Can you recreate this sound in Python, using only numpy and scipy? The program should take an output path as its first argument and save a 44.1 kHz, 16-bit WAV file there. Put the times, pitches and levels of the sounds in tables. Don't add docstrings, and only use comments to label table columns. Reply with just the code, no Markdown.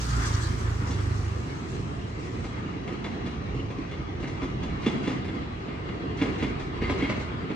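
import sys
import numpy as np
from scipy import signal
from scipy.fft import rfft, irfft
from scipy.io import wavfile
from scipy.ndimage import uniform_filter1d

SR = 44100
rng = np.random.default_rng(int(sys.argv[2]) if len(sys.argv) > 2 else 0)


def transcribe(signal):
    frames = np.atleast_2d(signal).T
    limited = np.clip(frames, -1, 1)
    pcm = np.round(limited * 32767).astype(np.int16)
    wavfile.write(sys.argv[1], SR, pcm)


N = 332955
T = np.arange(N) / SR

# (time [s], time to the trailing wheel [s], leading blow [dB],
# trailing blow [dB], extra leading thud [dB], extra trailing thud [dB], extra ping [dB],
# extra scrape [dB], lead of the left ear [ms])
BOGIE_PASSES = [(2.252, 0.19, -42, -33.5, -13, -8.5, -9, 0, 0.032),
                (3.040, 0.22, -30.5, -34.5, -6, -4, 5, 2.5, 0.049),
                (3.701, 0.21, -36, -34.5, 1.5, -7, 3, -3.5, .04),
                (4.226, 0.19, -31.5, -31, -4.5, -0.5, -13, -2.5, .04),
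                (4.428, 0.2, -36, -34.5, 5, -1, 10, 4, 0.048),
                (4.861, 0.21, -22.5, -27.5, 3.5, 4.5, 6.5, 4.5, 0.039),
                (5.680, .207, -34, -34.5, 0.5, -5.5, 1, -12, .04),
                (6.213, 0.21, -22.5, -25.5, 1, 0, 3, 2.5, 0.044),
                (6.818, .204, -29.5, -28.5, 4, 4, -14, -2.5, -0.012),
                (6.894, .199, -22.5, -22, -6, -7.5, -7, 3.5, -0.052)]
# (time [s], blow [dB], extra thud [dB], extra ping [dB], extra scrape [dB])
SINGLE_KNOCKS = [(.905, -34, -20, 3, 11), (2.385, -48.5, 14.5, -8, -1), (2.875, -31.5, -6, -7, -1),
                 (2.922, -38, -6, -8, 0), (3.543, -41, 9, -6, 0), (3.584, -45.5, 12.5, -8, -1),
                 (3.782, -40, 8, -12, -1), (4.196, -43, 11.5, -10, 2), (4.273, -34, -18, -11, 3.5),
                 (5.102, -29.5, -3, -6, 0), (5.244, -35, -10, -6, 0), (5.279, -33.5, -5, 6, -3),
                 (5.347, -41, 6, -4, -1), (6.595, -35, -8, -1, 4), (7.197, -34.5, -4, -2, 5),
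                 (7.502, -33.5, 4.5, -8, -10)]
# (frequency [Hz], width [Hz], lift while rubbing [dB],
# struck level before the force is added [dB], time to fall 60 dB when struck [s])
WHEEL_MODES = [(1015, 60, 6.5, -4, .09), (1240, 68, 2, -5.5, .1), (2070, 260, 3.5, -3.5, 0.091),
               (2316, 55, -1.5, -0.5, 0.067), (2743, 92, 6, 1, .06), (2865, 140, 10.5, -5, 0.052),
               (3280, 120, 11, -8.5, .07), (3423, 68, 6, 5.5, 0.062), (3870, 110, 6, -20, 0.094),
               (4090, 160, 9, -17, .09), (4587, 82, 12, -18.5, .07)]
# (frequency [Hz], level [dB], time to fall 60 dB [s])
TRACK_MODES = [(140, -9.5, .12), (196.3, -5.5, .11), (253.8, 0.5, 0.11), (322, -2, .1),
               (392.6, -4.5, 0.086), (466, -10.5, 0.091), (560.6, -16.5, 0.086)]
# (frequency [Hz], level [dB per Hz])
CLANK_SPECTRUM = [(20, -50), (70, 9.5), (160, 2.5), (400, 8.5), (600, 8.5), (900, 3.5), (1600, -1),
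                  (2200, 3.5), (2500, -2), (3100, -8), (4300, -14), (6000, -25), (9000, -41.5),
                  (12000, -74.5)]
# (frequency [Hz], level [dB per Hz])
SCRAPE_SPECTRUM = [(1000, -40.5), (2200, -19.5), (3700, 1.5), (4500, -1.5), (6500, -3), (8300, -11),
                   (9600, -19), (12000, -40.5), (16000, -54)]
# (frequency [Hz], level [dB per Hz])
RUB_SPECTRUM = [(500, -10), (1500, -1), (2250, 2), (3000, -9), (3450, -5.5), (3900, -13), (6000, -27),
                (10000, -53)]
# (time [s], length [s], level [dB],
# lower singing mode [Hz], upper singing mode [Hz])
GRIND_EVENTS = [(6.805, 0.075, -39.5, 2070, 2860), (6.989, 0.082, -42.5, 2250, 3260)]
# (frequency [Hz], level [dB per Hz])
GRIND_SPECTRUM = [(900, -20), (1700, -6), (2080, 2), (2450, -8), (2900, -13.5), (3250, -25), (3450, -22),
                  (3900, -20), (4600, -25), (6000, -29), (10000, -56)]
# (time [s], length [s], low edge [Hz], high edge [Hz], level [dB])
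CURVE_SQUEAKS = [(3.565, 0.06, 2860, 2940, -48), (0.76, 5.9, 5150, 6550, -66.5)]
# (time [s], ground rumble [dB], drumming before surges [dB], roar before surges [dB])
APPROACH_LEVELS = [(0, -34, -39, -43), (2.5, -36.5, -39, -41.5), (3.2, -36.5, -37, -41),
                   (4.1, -35.5, -39.5, -42.5), (4.9, -36, -35.5, -40), (5.7, -38.5, -38, -40.5),
                   (7.0, -34, -36, -38.5), (7.55, -38.5, -38.5, -38.5)]
# (frequency [Hz], level [dB per Hz])
GROUND_SPECTRUM = [(20, -29.5), (32, -18), (48, -0.5), (65, -0.5), (100, 0), (140, 0), (175, -13.5),
                   (260, -46), (600, -85)]
# (frequency [Hz], level [dB per Hz])
DRUM_SPECTRUM = [(110, -29), (165, 3), (225, 1), (300, -1.2), (390, -2), (450, -10), (530, -23),
                 (700, -8.5), (1000, -29.5), (2000, -97.5)]
# (frequency [Hz], level [dB per Hz])
ROAR_SPECTRUM = [(240, -16), (400, -5.5), (701, -17.5), (791, -12.5), (1040, -13.5), (1210, -10),
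                 (1390, -17.5), (2030, -17), (3340, -26.5), (3660, -28), (3950, -27.5), (8180, -47),
                 (15000, -105)]
# (frequency [Hz], level [dB per Hz])
HISS_SPECTRUM = [(900, -33), (2200, -20), (3300, 0), (4300, 2), (5800, 3.5), (8200, -3.5), (9400, -12),
                 (13000, -24.5), (15500, -15.5)]
# (frequency [Hz], level [dB per Hz])
RUSH_SPECTRUM = [(300, -35.5), (700, -11), (1000, -0.5), (1300, 0.5), (1600, -3.5), (2100, -8.5),
                 (3200, -16.5), (8000, -52)]
# (time [s], level [dB])
RUSH_LEVELS = [(0, -41), (.14, -35), (.33, -37), (.58, -41.5), (1.05, -43), (1.5, -50.5), (2.2, -58)]
# (time [s], length before the release [s], level [dB])
AIR_PUFFS = [(0, 0.27, -43.5), (0.222, 0.22, -45.5), (.98, 0.23, -55.5), (1.676, 0.086, -54),
             (2.19, 0.27, -58)]
# (time [s], length [s], low edge [Hz], high edge [Hz], level [dB])
HISS_SPURTS = [(.21, .07, 1000, 2400, -41), (.24, 0.065, 4230, 8160, -39), (.325, 0.043, 4300, 7000, -39),
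               (.39, 0.12, 3900, 4700, -43.5), (.39, .08, 5700, 8300, -45), (.85, 0.072, 4770, 6960, -47)]
# (time [s], firings [per s], level [dB])
ENGINE_COURSE = [(0, 29.4, -34), (.09, 29.7, -32), (.19, 28.9, -27.5), (.29, 27.4, -31.5),
                 (.345, 25.9, -23.5), (.41, 23, -27.5), (.47, 27, -26), (.55, 27.4, -31), (.63, 27.5, -30),
                 (.7, 28, -29), (.81, 25.7, -28), (.88, 24.6, -30.5), (.97, 25, -28), (1.16, 25.1, -28),
                 (1.36, 24.8, -30.5), (1.52, 23, -37.5), (1.66, 27, -49), (1.95, 23.3, -39.5),
                 (2.5, 27.6, -39.5), (3.5, 23.5, -58)]
# (frequency [Hz], level [dB])
EXHAUST_RESONANCES = [(49, -22), (54, -6), (58, 3), (66, -8.5), (75, -4.5), (83, -5), (87, -18), (101, -1),
                      (115, -4), (124, -11), (146, -19)]
# (frequency [Hz], likeness [-1 to 1])
EAR_LIKENESS = [(60, 0.96), (99, 1), (160, 0.81), (270, 0.77), (440, 0.4), (730, -0.49), (1210, -0.39),
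                (1990, -0.041), (3280, -0.099), (5410, -0.12), (8930, 0.32), (14700, -0.11)]
# (frequency [Hz], level [dB])
FACADE_COLOUR = [(20, 0.5), (350, 1.5), (700, 2), (2300, 4.5), (2900, 1.5), (3450, -6.5), (4500, 2),
                 (9000, -6.5)]
# (frequency [Hz], time to fall 60 dB [s])
TAIL_DECAY = [(100, 0.92), (400, 0.29), (2000, 0.5), (3450, 0.38), (8000, 0.43)]
# (frequency [Hz], left minus right [dB])
SIDE_BALANCE = [(60, -2.5), (130, -2), (290, -2), (630, 1.4), (1390, 2.5), (3060, 0.5), (6710, -1.7),
                (14700, -0.5)]

FIRM_DB = -22
SCRAPE_DB, SCRAPE_SLOPE = -51, 0.53
LOW_RING_DB, LOW_RING_SLOPE = -31.5, 0.99
HIGH_RING_DB, HIGH_RING_SLOPE = -38, 1.11
CHATTER_S, CHATTER_SLOPE = 0.038, 0.21
FAR_BLUR_SLOPE = 0.5
REBOUND_S, REBOUND_DB = 0.02, -8.5
POINTS_LEAD_MS = 0.049
RUB_ABOVE_DB = -29
RUB_LEAD_S, RUB_SCRAPE_DB, RUB_GRIND_DB = 0.04, -53.5, -43
SING_DB = -3
SURGE_DELAY_S, SURGE_WIDTH_S, SURGE_DRUM_DB, SURGE_ROAR_DB = 0.17, 0.17, -12.5, -15.5
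PUFF_ATTACK_S, PUFF_RELEASE_S = 0.0099, 0.12
LEAK_DB, LEAK_FALL_DB_PER_S = -45.5, 6.5
EDGE_HZ = 15300


def joints():
    clank = ringing(CLANK_SPECTRUM, steel=0.74)
    scrape = ringing(SCRAPE_SPECTRUM, steel=0.17)
    wheel_hz, _, _, struck_db, wheel_t60 = np.transpose(WHEEL_MODES)
    knocks = [(*knock, POINTS_LEAD_MS) for knock in SINGLE_KNOCKS]
    out = np.zeros((2, N))
    for s, db, thud_db, ping_db, scrape_db, lead_ms in wheel_blows() + knocks:
        force = db - FIRM_DB
        chatter = CHATTER_S * amp(CHATTER_SLOPE * force)
        blur = amp(-FAR_BLUR_SLOPE * min(force, 0))
        doppler = np.interp(s, [4.8, 7.2], [1.008, 0.988])
        modes_hz = wheel_hz * doppler
        low_db = LOW_RING_DB + LOW_RING_SLOPE * force
        high_db = HIGH_RING_DB + HIGH_RING_SLOPE * force + ping_db
        modes_db = struck_db + read([(2300, low_db), (3300, high_db)], wheel_hz)

        track_thud = amp(db + thud_db - 2.5) * thud()
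        wheel_clank = amp(db - 10.0) * blow(clank, rise=0.0016 * blur, decay=chatter, grain_db=3.0)
        scrape_gain = amp(SCRAPE_DB + SCRAPE_SLOPE * force + scrape_db)
        tread_scrape = scrape_gain * blow(scrape, rise=0.0018, decay=0.039, grain_db=1.5)
        wheel_ring = ring(modes_hz, modes_db, wheel_t60, detune=0.011, rise=0.0023 * blur)
        rebound = ring(modes_hz, modes_db + REBOUND_DB, wheel_t60, detune=0.012, rise=0.0012)
        rebound_s = REBOUND_S * rng.uniform(0.7, 1.2)
        parts = [(0.002, track_thud), (0, wheel_clank), (0, tread_scrape),
                 (0, wheel_ring), (rebound_s, rebound)]
        for delay, sound in parts:
            add(out, s + delay, ears(sound, lead_ms))
    return out


def wheel_blows():
    blows = []
    for s, gap_s, lead_db, trail_db, lead_thud_db, trail_thud_db, *colour in BOGIE_PASSES:
        blows.append((s, lead_db, lead_thud_db, *colour))
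        blows.append((s + gap_s, trail_db, trail_thud_db, *colour))
    return blows


def blow(response, rise, decay, grain_db, size=6000):
    t = np.arange(size) / SR
    grains = amp(grain_db * unit(uniform_filter1d(rng.standard_normal(size), size=80)))
    envelope = (1 - np.exp(-t / rise)) * np.exp(-t / decay)
    contact = rng.standard_normal(size) * grains * envelope
    sound = signal.fftconvolve(contact, response)
    return sound / np.sqrt(np.mean(sound[:SR // 40] ** 2))


def thud(loose=0.8):
    sound = ring(*np.transpose(TRACK_MODES), detune=0.087, rise=0.0034, loose=loose)
    return sound / np.sqrt(np.mean(sound[:SR // 40] ** 2))


def ring(modes_hz, modes_db, t60, detune, rise, loose=1, size=9000):
    t = np.arange(size) / SR
    shift, slip = rng.uniform(-1.024, 1, (2, len(modes_hz), 1))
    phase = np.arange(len(modes_hz))[:, None] + loose * slip
    mode_hz = modes_hz[:, None] * (1 + detune * shift)
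    waves = np.sin(2 * np.pi * mode_hz * t + np.pi * phase)
    fading = amp(modes_db[:, None] - 60 * t / np.reshape(t60, (-1, 1)))
    return (fading * waves).sum(0) * (1 - np.exp(-t / rise))


def flanges(length=0.055):
    grind = ringing(RUB_SPECTRUM, steel=0.75)
    scrape = ringing(SCRAPE_SPECTRUM, steel=0.23)
    pressure = signal.windows.tukey(int(length * SR), 0.5)
    out = np.zeros(N)
    for s, db, thud_db, *_ in wheel_blows():
        if db <= RUB_ABOVE_DB:
            continue
        lightness = amp(min(thud_db, 0))
        contact = rng.standard_normal(len(pressure)) * pressure * lightness
        add(out, s - RUB_LEAD_S - 0.01, amp(RUB_SCRAPE_DB) * signal.fftconvolve(contact, scrape))
        add(out, s - RUB_LEAD_S, amp(RUB_GRIND_DB) * signal.fftconvolve(contact, grind))
    return out


def grinds():
    out = np.zeros(N)
    for s, length, db, low_hz, high_hz in GRIND_EVENTS:
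        pressure = signal.windows.tukey(int(length * SR), 0.3)
        unevenness = amp(3.0 * waver(rate_hz=200)[:len(pressure)])
        judder = pressure * unevenness * rng.standard_normal(len(pressure))
        add(out, s, amp(db) * signal.fftconvolve(judder, ringing(GRIND_SPECTRUM, steel=1.3)))
        song_hz, song_db = np.array([low_hz, high_hz]), np.array([0, -7.5])
        song = ring(song_hz, song_db, t60=0.056, detune=0.004, rise=0.0005)
        song = song / np.linalg.norm(song)
        add(out, s, amp(db + SING_DB) * signal.fftconvolve(judder, song))
    return out


def squeaks():
    return swells(CURVE_SQUEAKS)


def far_knocks(per_s=7, level_db=-39, spread_db=3, count=70):
    out = np.zeros(N)
    for chance, place, strength in rng.random((count, 3)):
        if chance < per_s * N / SR / count:
            knock_db = level_db + spread_db * (2 * strength - 1.5)
            add(out, place * N / SR, amp(knock_db) * thud(loose=1))
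    return out


def rolling():
    ground_db, drum_db, roar_db = curves(APPROACH_LEVELS)
    surge_power = np.zeros(N)
    for s, _, lead_db, trail_db, *_ in BOGIE_PASSES:
        bump = np.exp(-((T - s - SURGE_DELAY_S) / SURGE_WIDTH_S) ** 2)
        surge_power += amp(lead_db + trail_db) * bump
    surge = np.sqrt(surge_power)

    ground_gain = amp(ground_db + 0.81 * waver(rate_hz=3.9))
    drum_gain = np.hypot(amp(drum_db), amp(SURGE_DRUM_DB) * surge) * amp(0.43 * waver(rate_hz=5.5))
    roar_gain = np.hypot(amp(roar_db), amp(SURGE_ROAR_DB) * surge)
    ground = ground_gain * diffuse(GROUND_SPECTRUM, patchy_db=1.04, flicker_db=1.5, size=4096)
    drum = drum_gain * diffuse(DRUM_SPECTRUM, patchy_db=1.5, flicker_db=0.5, size=2048)
    roar = roar_gain * diffuse(ROAR_SPECTRUM, patchy_db=2.1, flicker_db=0.78, steel=0.39)
    return ground + drum + roar


def hiss():
    (rush_db,) = curves(RUSH_LEVELS)
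    leak = amp(LEAK_DB - LEAK_FALL_DB_PER_S * T) * np.interp(T, [2.4, 3.5], [1, 0])
    puff_power = sum((amp(db) * puff(s, length)) ** 2 for s, length, db in AIR_PUFFS)
    flow = np.sqrt(leak ** 2 + puff_power)
    sputter = unit(amp(1.2 * waver(rate_hz=310)))
    fresh = diffuse(HISS_SPECTRUM, patchy_db=2.2, flicker_db=0.5) * sputter
    spent = np.interp(T, [1.0, 2.5], [0, 1])
    sizzle = (1 - spent) * fresh + spent * band(fresh, 3500, 9100)
    rush = amp(rush_db) * diffuse(RUSH_SPECTRUM, patchy_db=2.0, flicker_db=1.5)
    return flow * sizzle + rush


def puff(s, length):
    attack = np.clip((T - s) / PUFF_ATTACK_S, 0, 1)
    return attack * np.exp(-np.maximum(T - s - length, 0) / PUFF_RELEASE_S)


def spurts():
    return np.array([swells(HISS_SPURTS), swells(HISS_SPURTS)])


def diesel():
    firing_hz, level_db = curves(ENGINE_COURSE)
    turns = np.cumsum(firing_hz * (1 + 0.0016 * waver(rate_hz=5.5))) / SR
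    throb = np.zeros(N)
    for k in range(2, 6):
        gain = amp(read(EXHAUST_RESONANCES, k * firing_hz) + 0.3 * waver(rate_hz=4.4))
        throb += gain * np.cos(2 * np.pi * k * turns)
    return np.sqrt(2) * amp(level_db) * throb


def yard(x, echo_s=0.066, echo_decay_s=0.013, echo_db=-12, scatter_db=-7.5, scatter_s=0.0088,
         tail_db=-9.0, size=256):
    flat = [(20, 0), (20000, 0)]
    field = diffuse(flat, patchy_db=0, flicker_db=0)[:, :SR]
    t = T[:SR]
    scatter = field * np.exp(-t / scatter_s) * (t > 0.003)

    ledges = amp(4.5 * waver(rate_hz=250)[:SR])
    slap = (t > echo_s) * np.exp(-abs(t - echo_s) / echo_decay_s)
    echo = diffuse(FACADE_COLOUR, patchy_db=-2, flicker_db=-3)[:, :SR] * ledges * slap

    hz, times, z = signal.stft(field, SR, nperseg=size)
    fading = amp(-60 * times / read(TAIL_DECAY, hz)[:, None])
    tail = signal.istft(z * fading, SR, nperseg=size)[1][:, :SR]
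    tail = tail * np.clip(t / echo_s, 0, 1)

    response = amp(scatter_db) * unit(scatter) + amp(echo_db) * unit(echo)
    response = response + amp(tail_db) * unit(tail)[::-1]
    return x + signal.fftconvolve(x[:1], response / np.sqrt(SR), axes=1)[:, :N]


def diffuse(spectrum, patchy_db, flicker_db, steel=0, size=1024):
    hz, frames = np.fft.rfftfreq(size, 1 / SR), 4 * N // size + 5
    a, b, c, d, patches = rng.standard_normal((5, frames, len(hz)))
    patches = uniform_filter1d(patches, size=14, axis=0)
    patches = unit(uniform_filter1d(patches, size=5, axis=1))
    flicker = unit(uniform_filter1d(rng.standard_normal(frames), size=6))[:, None]
    same = np.clip(read(EAR_LIKENESS, hz), -1, 1)
    left = a + 1j * b
    right = same * left + np.sqrt(1 - same ** 2) * (c + 1j * d)
    level_db = read(spectrum, hz) + steel * wheel_db(hz) + patchy_db * patches + flicker_db * flicker
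    z = np.array([left, right]) * amp(level_db)
    sound = signal.istft(z.swapaxes(1, 2), nperseg=size, noverlap=size - size // 4)[1]
    return unit(sound[:, :N])


def swells(rows):
    out = np.zeros(N)
    for s, length, low_hz, high_hz, db in rows:
        window = np.sin(np.pi * np.clip((T - s) / length, 0, 1)) ** 2
        out += amp(db) * window * unit(band(rng.standard_normal(N), low_hz, high_hz, order=24))
    return out


def ringing(spectrum, steel=0, size=4096):
    hz = np.abs(np.fft.fftfreq(size, 1 / SR))
    log_gain = np.log(amp(read(spectrum, hz) + steel * wheel_db(hz)))
    response = np.fft.ifft(np.exp(np.conj(signal.hilbert(log_gain)))).real[:size // 2]
    return response / np.linalg.norm(response)


def wheel_db(hz):
    return sum(db / (1 + (2 * (hz - f) / width) ** 2) for f, width, db, *_ in WHEEL_MODES)


def ears(sound, lead_ms):
    delay = np.exp(-2j * np.pi * np.fft.rfftfreq(len(sound), 1 / SR) * lead_ms / 1000)
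    return np.array([sound, irfft(rfft(sound) * delay, len(sound))])


def band(x, low_hz, high_hz, order=6):
    hz = np.fft.rfftfreq(N, 1 / SR) + 1e-3
    low_cut = 1 + (low_hz / hz) ** (2 * order)
    high_cut = 1 + (hz / high_hz) ** (2 * order)
    return irfft(rfft(x) / np.sqrt(low_cut * high_cut), N)


def waver(rate_hz):
    hz = np.fft.rfftfreq(N, 1 / SR)
    return unit(irfft(rfft(rng.standard_normal(N)) * np.exp(-(hz / rate_hz) ** 2), N))


def curves(rows):
    s, *columns = np.transpose(rows)
    return [np.interp(T, s, c) for c in columns]


def read(points, hz):
    f, value = np.transpose(points)
    return np.interp(np.log(hz + 1), np.log(f + 1), value)


def add(mix, s, sound):
    start = max(round(s * SR), 0)
    part = mix[..., start:][..., :sound.shape[-1]]
    part += sound[..., :part.shape[-1]]


def amp(db):
    return 10 ** (np.asarray(db) / 20)


def unit(x):
    return x / np.sqrt(np.mean(x ** 2) + 1e-20)


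def scene():
    rubbing_and_far = flanges() + grinds() + squeaks() + far_knocks()
    wheels = joints() + ears(rubbing_and_far, POINTS_LEAD_MS)
    return yard(wheels) + rolling() + hiss() + spurts() + diesel()


def record(dry):
    balance_db = read(SIDE_BALANCE, np.fft.rfftfreq(N, 1 / SR))
    coloured = irfft(rfft(dry) * amp([balance_db / 2, -balance_db / 2]), N)
    low_cut = band(coloured, 36, SR)
    limit = signal.firwin(511, EDGE_HZ, window=("kaiser", 9), fs=SR)
    return signal.oaconvolve(low_cut, limit[None], "same")


dry = scene()
out = record(dry)
transcribe(out)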